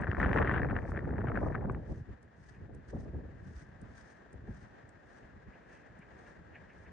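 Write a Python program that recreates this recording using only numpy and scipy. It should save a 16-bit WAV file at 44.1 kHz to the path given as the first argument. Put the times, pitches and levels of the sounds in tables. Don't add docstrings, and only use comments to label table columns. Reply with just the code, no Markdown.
import sys
import numpy as np
from scipy import signal
from scipy.fft import rfft, irfft, next_fast_len
from scipy.io import wavfile
from scipy.ndimage import uniform_filter1d

SR = 44100
rng = np.random.default_rng(int(sys.argv[2]) if len(sys.argv) > 2 else 0)


def wav_out(sig):
    wavfile.write(sys.argv[1], SR, np.round(np.clip(np.atleast_2d(sig).T, -1, 1) * 32767).astype(np.int16))


N = 305172
TIME_S = np.arange(N) / SR
FFT_SIZE = next_fast_len(N)
FREQS_HZ = np.fft.rfftfreq(FFT_SIZE, 1 / SR)

# time_s, pressure_db
WIND = [(0, -35.5), (.15, -42), (.22, -31), (.39, -35), (.7, -33.5), (.84, -39.5), (1.2, -35.5),
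        (1.74, -37), (1.82, -44.5), (1.98, -48.5), (2.05, -63), (2.32, -65.5), (2.65, -52), (3.25, -53.5),
        (3.42, -70), (3.8, -59.5), (4.15, -71), (5.7, -70), (6.92, -56.5)]
# time_s, rumble_db, flutter_db, fade_s
GUSTS = [(0.366, -32.5, -32, 0.05), (1.431, -58, -44.5, 0.052), (1.889, -41, -56.5, 0.052),
         (2.079, -37.5, -61, 0.023), (2.371, -54, -77, 0.04), (2.699, -60, -52.5, 0.02),
         (2.938, -37.5, -46.5, 0.1), (3.06, -59, -55, 0.023), (3.149, -52, -57.5, 0.33),
         (3.5, -58, -62.5, 0.11), (3.81, -46, -55.5, 0.04), (4.339, -49.5, -56, 0.18),
         (4.485, -36.5, -50.5, 0.019), (5.259, -59.5, -68, 0.29), (5.47, -45, -61, 0.0097),
         (6.4, -65, -67, 0.081)]
# time_s, level_db, pitch_hz
PUFFS = [(.098, -21, 92.5), (0.26, -24, 61), (0.365, -28.5, 410), (0.918, -25, 70), (1.15, -25.5, 97),
         (1.437, -22.5, 340), (1.7, -27.5, 330), (1.71, -29, 129), (1.898, -31, 66), (2.016, -30.5, 115),
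         (2.112, -34.5, 69.6), (2.938, -37, 487), (2.95, -33, 300), (3.153, -29, 68), (3.493, -38, 91),
         (3.565, -35.5, 63.2), (4.497, -33, 174), (4.513, -32, 68.4), (4.844, -45.5, 106),
         (5.998, -41.5, 172), (6.809, -46, 69.6)]
# time_s, level_db
SPUTTER = [(0, -41), (.18, -48), (.25, -42), (.32, -40.5), (.4, -38), (.56, -35), (.7, -52.5), (.83, -55),
           (1.35, -52), (1.74, -60), (1.82, -100)]
# time_s, level_db, half_length_s
FLURRIES = [(0.228, -34, 0.025), (0.383, -37.5, .02), (0.49, -48, 0.029), (0.702, -38.5, .008),
            (0.761, -37.5, 0.014), (0.969, -41, 0.01), (1.204, -43, 0.0067), (1.285, -38, 0.0074),
            (1.368, -39.5, 0.014), (1.545, -39.5, 0.0088)]
# start_s, level_db, ring_hz, edge_ratio
SNAPS = [(.021, -32, 1670, .3), (.069, -31, 1660, .1), (.114, -26, 1700, 1), (.147, -29, 1610, .1),
         (.168, -29, 1300, .2), (.2005, -21, 1730, 0), (.229, -18, 1740, .1), (.330, -24, 1790, 1),
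         (.360, -21, 1560, 0), (.4165, -21, 1700, .2), (.446, -24, 1720, .1), (.473, -23, 1850, .1),
         (.538, -22, 1680, .1), (.595, -27, 1670, .1), (.6172, -24, 1660, .1), (.631, -26, 1800, .1),
         (.646, -26, 1350, .1), (.709, -26, 1660, .1), (.764, -27, 1690, .1), (.787, -31, 1790, 0),
         (.852, -36, 1660, 0), (.918, -31, 1250, 0), (.974, -26, 1590, .1), (.990, -32, 1860, 0),
         (1.107, -34, 1590, .1), (1.181, -33, 1750, 0), (1.206, -31, 1520, 0), (1.270, -30, 1730, 0),
         (1.317, -30, 1350, 0), (1.373, -21, 1500, 0), (1.549, -28.5, 1150, 0), (1.553, -27, 1700, 0),
         (1.697, -27, 1150, 0), (1.747, -34, 1740, 0)]
# time_s, heel_db, heel_length_s, sole_delay_s, sole_db
STEPS = [(0.218, -59.5, 0.029, 0.15, -57.5), (0.814, -73.5, .03, 0.082, -62),
         (1.377, -73.5, 0.058, 0.084, -63), (1.918, -61, .025, 0.051, -70),
         (2.418, -71, 0.047, 0.076, -60.5), (2.906, -56.5, 0.012, 0.1, -60.5),
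         (3.49, -64, 0.059, .11, -55.5), (3.988, -56, 0.044, .115, -60.5), (4.544, -63, 0.031, 0.083, -62),
         (5.077, -72.5, .03, 0.095, -65), (5.733, -65, 0.039, 0.056, -83), (6.19, -69, 0.051, 0.1, -65),
         (6.75, -71, 0.019, .075, -68)]
# time_s, level_db, fade_s
SCUFFS = [(2.55, -58.5, 0.021), (5.231, -57, .006), (5.538, -56, 0.023), (5.75, -59.5, 0.18),
          (6.02, -53, 0.019), (6.267, -56, .023), (6.554, -46, 0.02), (6.705, -55, 0.03),
          (6.866, -51, 0.013)]
# time_s, level_db
TICKS = [(0.012, -56.5), (.191, -63.5), (.3424, -65), (0.5304, -58.5), (.9067, -59.5), (1.72, -63),
         (2.228, -61), (2.748, -57.5), (3.815, -58), (4.329, -58), (4.891, -58), (5.9892, -65)]
# time_s, level_db
TOWN_LEVEL = [(0, -61.5), (2.25, -66), (2.7, -65), (4.3, -62), (5.5, -61.5), (6.92, -60.5)]

# freq_hz, relative_db
RUMBLE_SPECTRUM = [(18, -15.5), (33, -10), (50, 1.5), (68, 3), (110, -1), (200, -5.5), (300, -13.5),
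                   (450, -18), (900, -77)]
FLUTTER_SPECTRUM = [(100, -26), (220, 2), (350, 4.5), (550, 2), (900, -3.5), (1400, -7), (2500, -32),
                    (5000, -53.5)]
PORT_SPECTRUM = [(200, -21), (600, -3.5), (1000, 2), (1400, 3), (1800, 6), (2080, -5.5), (2300, -10),
                 (3000, -29), (4000, -42.5), (6000, -58.5), (12000, -92.5)]
HISS_SPECTRUM = [(1500, -6.5), (2600, 13), (3400, 1.5), (4300, -12), (5500, -30), (7000, -40),
                 (12000, -54.5)]
SNAP_EDGE_SPECTRUM = [(1500, -14), (2600, 15), (4000, -10), (5500, -24.5), (7000, -34.5), (12000, -54)]
SNAP_BODY_SPECTRUM = [(80, -15), (250, 0.5), (700, 4), (1200, -5), (2500, -31), (6000, -76.5)]
SNOW_SPECTRUM = [(1100, 2), (1750, 15), (2400, -4.5), (3800, -7), (5200, -3), (6400, -2), (7500, -12),
                 (8700, -7), (9800, -26), (12000, -37.5)]
SCUFF_SPECTRUM = [(700, -22), (1400, -12), (1700, 10), (2100, 3), (2550, 1), (3050, -10), (3450, -22),
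                  (6000, -47)]
TICK_SPECTRUM = [(2000, -26), (4500, -2.5), (7000, 3), (8700, 7.5), (10000, -5), (12000, -33)]
TOWN_SPECTRUM = [(25, -19), (70, -2.5), (170, 2.5), (330, 0), (700, -0.5), (1100, -6.5), (1450, -8),
                 (1620, -2), (1870, -4.5), (2150, -14.5), (3000, -22.5), (4300, -28.5), (7000, -33),
                 (10500, -52.5)]
# freq_hz, correlation
WIND_CORRELATION = [(60, 0.77), (300, 0.76), (550, 0.39), (900, 0.088), (1600, 1), (2700, 0.21)]
PORT_CORRELATION = [(400, .4), (900, 0.54), (1300, 0.91), (1900, 1), (2700, 0.34)]
TOWN_CORRELATION = [(60, -0.83), (250, 0.76), (500, 0.23), (800, -0.27), (1150, -0.11), (1650, 0.94),
                    (2700, 0.22), (5000, 0.014)]
# freq_hz, left_minus_right_db
TOWN_BALANCE = [(100, 1), (700, -0.5), (1200, 2.5), (1750, 7), (2700, 1.5), (7000, 1.5)]


def buffeting(strong_db=-34, flutter_db=-5.5, flutter_slope=1.068, calm_db=-59,
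              corner_hz=1050, db_per_octave=22, swell_s=0.0089, rumble_lag_s=0.012):
    wind_db = follow(WIND)
    depth_db = 0.98 + 0.093 * np.maximum(strong_db - wind_db, 0)
    surge = amp(depth_db * wander(rate_hz=18))
    large = amp(wind_db) + strokes([(s + rumble_lag_s, db, swell_s, fade) for s, db, _, fade in GUSTS])
    small = amp(strong_db + flutter_db + flutter_slope * (wind_db - strong_db))
    small += strokes([(s, db, swell_s, fade) for s, _, db, fade in GUSTS])
    correlation = at_freq(WIND_CORRELATION, FREQS_HZ)
    rumble = steady(colour(noise_pair(correlation), RUMBLE_SPECTRUM), samples=2600)
    lumps = noise_pair(correlation) * amp(4.5 * wander(rate_hz=60))
    flutter = steady(colour(lumps, FLUTTER_SPECTRUM), samples=2600)
    onset = 1 / (1 + (amp(calm_db) / small) ** 4)
    hz, frame_s, spectra = signal.stft(flutter * small * surge * onset, SR, nperseg=512)
    small_db = 20 * np.log10(np.interp(frame_s, TIME_S, small))
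    cutoff_hz = corner_hz * 2 ** ((small_db - strong_db - flutter_db) / db_per_octave)
    spectra /= np.sqrt(1 + (hz[:, None] / cutoff_hz) ** 8)
    flutter = signal.istft(spectra, SR, nperseg=512)[1][:, :N]
    return rumble * large * surge * amp(0.5) + flutter * pan(2)


def puffs(gain_db=-3.5, fade_cycles=0.79, slowing=0.31):
    out = np.zeros(N)
    for time_s, db, pitch_hz in PUFFS:
        fade_s = fade_cycles / pitch_hz
        passage = np.arange(-3, 3, 1 / (fade_s * SR))
        cycles = fade_cycles * (1 - np.exp(-slowing * passage)) / slowing
        envelope = amp(db + gain_db) * np.exp(-passage ** 2)
        add(out, time_s + passage[0] * fade_s, envelope * np.sin(2 * np.pi * (cycles + rng.random())))
    return out


def sputter(ring_db=-1, hiss_db=-20, hiss_knee_db=-42, burst_s=0.0043, mean_gap_s=0.0098, spread_db=3.5):
    strength = amp(follow(SPUTTER)) + strokes([(s, db, half, half) for s, db, half in FLURRIES])
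    merging = 1 / (1 + (amp(hiss_knee_db) / strength) ** 3)
    gate = 0.22 * (1 + merging)
    starts_s = np.cumsum(rng.gamma(2, mean_gap_s / 2, size=400))
    for start_s, db in zip(starts_s, spread_db * rng.standard_normal(400)):
        add(gate, start_s, amp(db) * np.hanning(round(burst_s * SR)))
    air = noise_pair(at_freq(PORT_CORRELATION, FREQS_HZ)) * gate
    ring = steady(colour(air, PORT_SPECTRUM), samples=2800) * amp(ring_db)
    hiss = steady(colour(noise_pair(0.41) * gate, HISS_SPECTRUM), samples=1800) * amp(hiss_db)
    return (ring + hiss * merging) * strength * stalls() * pan(5.5)


def stalls(length_s=0.012, depth_db=-7):
    dip = np.zeros(N)
    for start_s, *_ in SNAPS:
        add(dip, start_s - length_s, signal.windows.tukey(round(length_s * SR)))
    return amp(depth_db * np.minimum(dip, 1))


def snaps(ring_db=-4, splash_db=-8.5, body_db=-8, edge_db=-14,
          ring_rise_s=0.0009, ring_lag_s=0.00099, splash_rise_s=0.00059):
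    rings, splashes, edges = np.zeros((3, N))
    age_s = np.arange(SR // 50) / SR
    ring_shape = (age_s / ring_rise_s * np.exp(1 - age_s / ring_rise_s)) ** 1.44
    burst = age_s / splash_rise_s * np.exp(1 - age_s / splash_rise_s)
    for start_s, db, ring_hz, edge_ratio in SNAPS:
        tone = np.sin(2 * np.pi * (ring_hz * age_s + rng.random()))
        add(rings, start_s + ring_lag_s, amp(db + ring_db) * ring_shape * tone)
        add(splashes, start_s, amp(db) * burst)
        add(edges, start_s, amp(db + edge_db) * edge_ratio * burst)
    air = noise_pair(at_freq(PORT_CORRELATION, FREQS_HZ))
    splash = amp(splash_db) * colour(splashes * air, PORT_SPECTRUM)
    edge = colour(edges * air, SNAP_EDGE_SPECTRUM)
    body = amp(body_db) * colour(splashes * air, SNAP_BODY_SPECTRUM)
    return (rings + splash + edge) * pan(4) + body


def footsteps(gain_db=-5, sole_swell_s=0.026, sole_fade_s=0.036, drag_db=-73, drag_s=0.09,
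              grain_db=-1, clump_db=2.5, crack_db=10.5, cracks_per_s=150):
    heels = strokes([(s, db, length, length) for s, db, length, _, _ in STEPS])
    soles = strokes([(s + delay, db, sole_swell_s, sole_fade_s) for s, _, _, delay, db in STEPS])
    drag = strokes([(s + delay / 2, drag_db, drag_s, drag_s) for s, _, _, delay, _ in STEPS])
    grains = noise_pair(0.2) * amp(grain_db * wander(rate_hz=1500) + clump_db * wander(rate_hz=55))
    breaks = rng.random(N) < cracks_per_s / SR
    cracks = breaks * amp(crack_db) * rng.uniform(1, 2.6, N) * rng.choice([-1, 1], (2, N))
    crunch = (unit_rms(grains) + cracks) * (heels + soles + drag)
    return amp(gain_db) * colour(crunch, SNOW_SPECTRUM) * pan(3)


def scuffs(gain_db=-7, swell_ratio=0.54):
    rub = strokes([(s, db, swell_ratio * fade, fade) for s, db, fade in SCUFFS])
    return amp(gain_db) * colour(noise_pair(0.94) * rub, SCUFF_SPECTRUM) * pan(0.5)


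def ticks(gain_db=-6, lag_s=0.0017, swell_s=0.00068, fade_s=0.0012, rustle_db=-17, rustle_s=0.013):
    tick = strokes([(s + lag_s, db, swell_s, fade_s) for s, db in TICKS])
    rustle = strokes([(s, db + rustle_db, rustle_s / 2, rustle_s) for s, db in TICKS])
    return amp(gain_db) * colour(rng.standard_normal((2, N)) * (tick + rustle), TICK_SPECTRUM) * pan(-5)


def town(gain_db=3, drift_db=1, flicker_db=1.14):
    hush = unit_rms(colour(noise_pair(at_freq(TOWN_CORRELATION, FREQS_HZ)), TOWN_SPECTRUM))
    balance = amp(np.outer([0.5, -0.5], at_freq(TOWN_BALANCE, FREQS_HZ)))
    hush = irfft(rfft(hush, FFT_SIZE) * balance, FFT_SIZE)[:, :N]
    waver_db = drift_db * wander(rate_hz=12) + flicker_db * wander(rate_hz=40)
    return hush * amp(follow(TOWN_LEVEL) + gain_db + waver_db)


def amp(db):
    return 10 ** (np.asarray(db) / 20)


def pan(left_minus_right_db):
    return amp(np.array([[0.5], [-0.5]]) * left_minus_right_db)


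def unit_rms(x):
    return x / np.sqrt(np.mean(x ** 2) + 1e-20)


def steady(x, samples):
    return x / np.sqrt(abs(uniform_filter1d((x ** 2).mean(0), samples)) + 1e-12)


def at_freq(table, hz):
    freq_hz, values = np.transpose(table)
    return np.interp(np.log(hz + 1), np.log(freq_hz + 1), values)


def follow(table):
    return np.interp(TIME_S, *np.transpose(table))


def strokes(rows):
    t = TIME_S[::32]
    pushes = (amp(db) * np.exp(-np.maximum((s - t) / swell, (t - s) / fade))
              for s, db, swell, fade in rows)
    return np.interp(TIME_S, t, sum(pushes))


def wander(rate_hz):
    lowpass = np.exp(-np.minimum(FREQS_HZ / rate_hz, 10) ** 2)
    return unit_rms(irfft(rfft(rng.standard_normal(FFT_SIZE)) * lowpass, FFT_SIZE)[:N])


def noise_pair(correlation):
    left, independent = rfft(rng.standard_normal((2, FFT_SIZE)))
    correlation = np.clip(correlation, -1, 1)
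    right = correlation * left + np.sqrt(1 - correlation ** 2) * independent
    return irfft(np.array([left, right]), FFT_SIZE)[:, :N]


def colour(x, spectrum):
    log_gain = np.log(amp(at_freq(spectrum, abs(np.fft.fftfreq(8192, 1 / SR)))))
    ring = np.fft.ifft(np.exp(np.conj(signal.hilbert(log_gain)))).real[:4096]
    return signal.oaconvolve(x, ring[None] / np.linalg.norm(ring), axes=1)[:, :N]


def add(mix, start_s, sound):
    part = mix[..., max(round(start_s * SR), 0):][..., :sound.shape[-1]]
    part += sound[..., :part.shape[-1]]


def scene():
    return buffeting() + puffs() + sputter() + snaps() + footsteps() + scuffs() + ticks() + town()


def record(dry, low_cut_hz=40, high_cut_hz=12300):
    highpass = signal.butter(3, low_cut_hz, "highpass", fs=SR, output="sos")
    lowpass = signal.firwin(511, high_cut_hz, window=("kaiser", 9), fs=SR)
    return signal.oaconvolve(signal.sosfilt(highpass, dry), lowpass[None], "same")


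dry = scene()
out = record(dry)
wav_out(out)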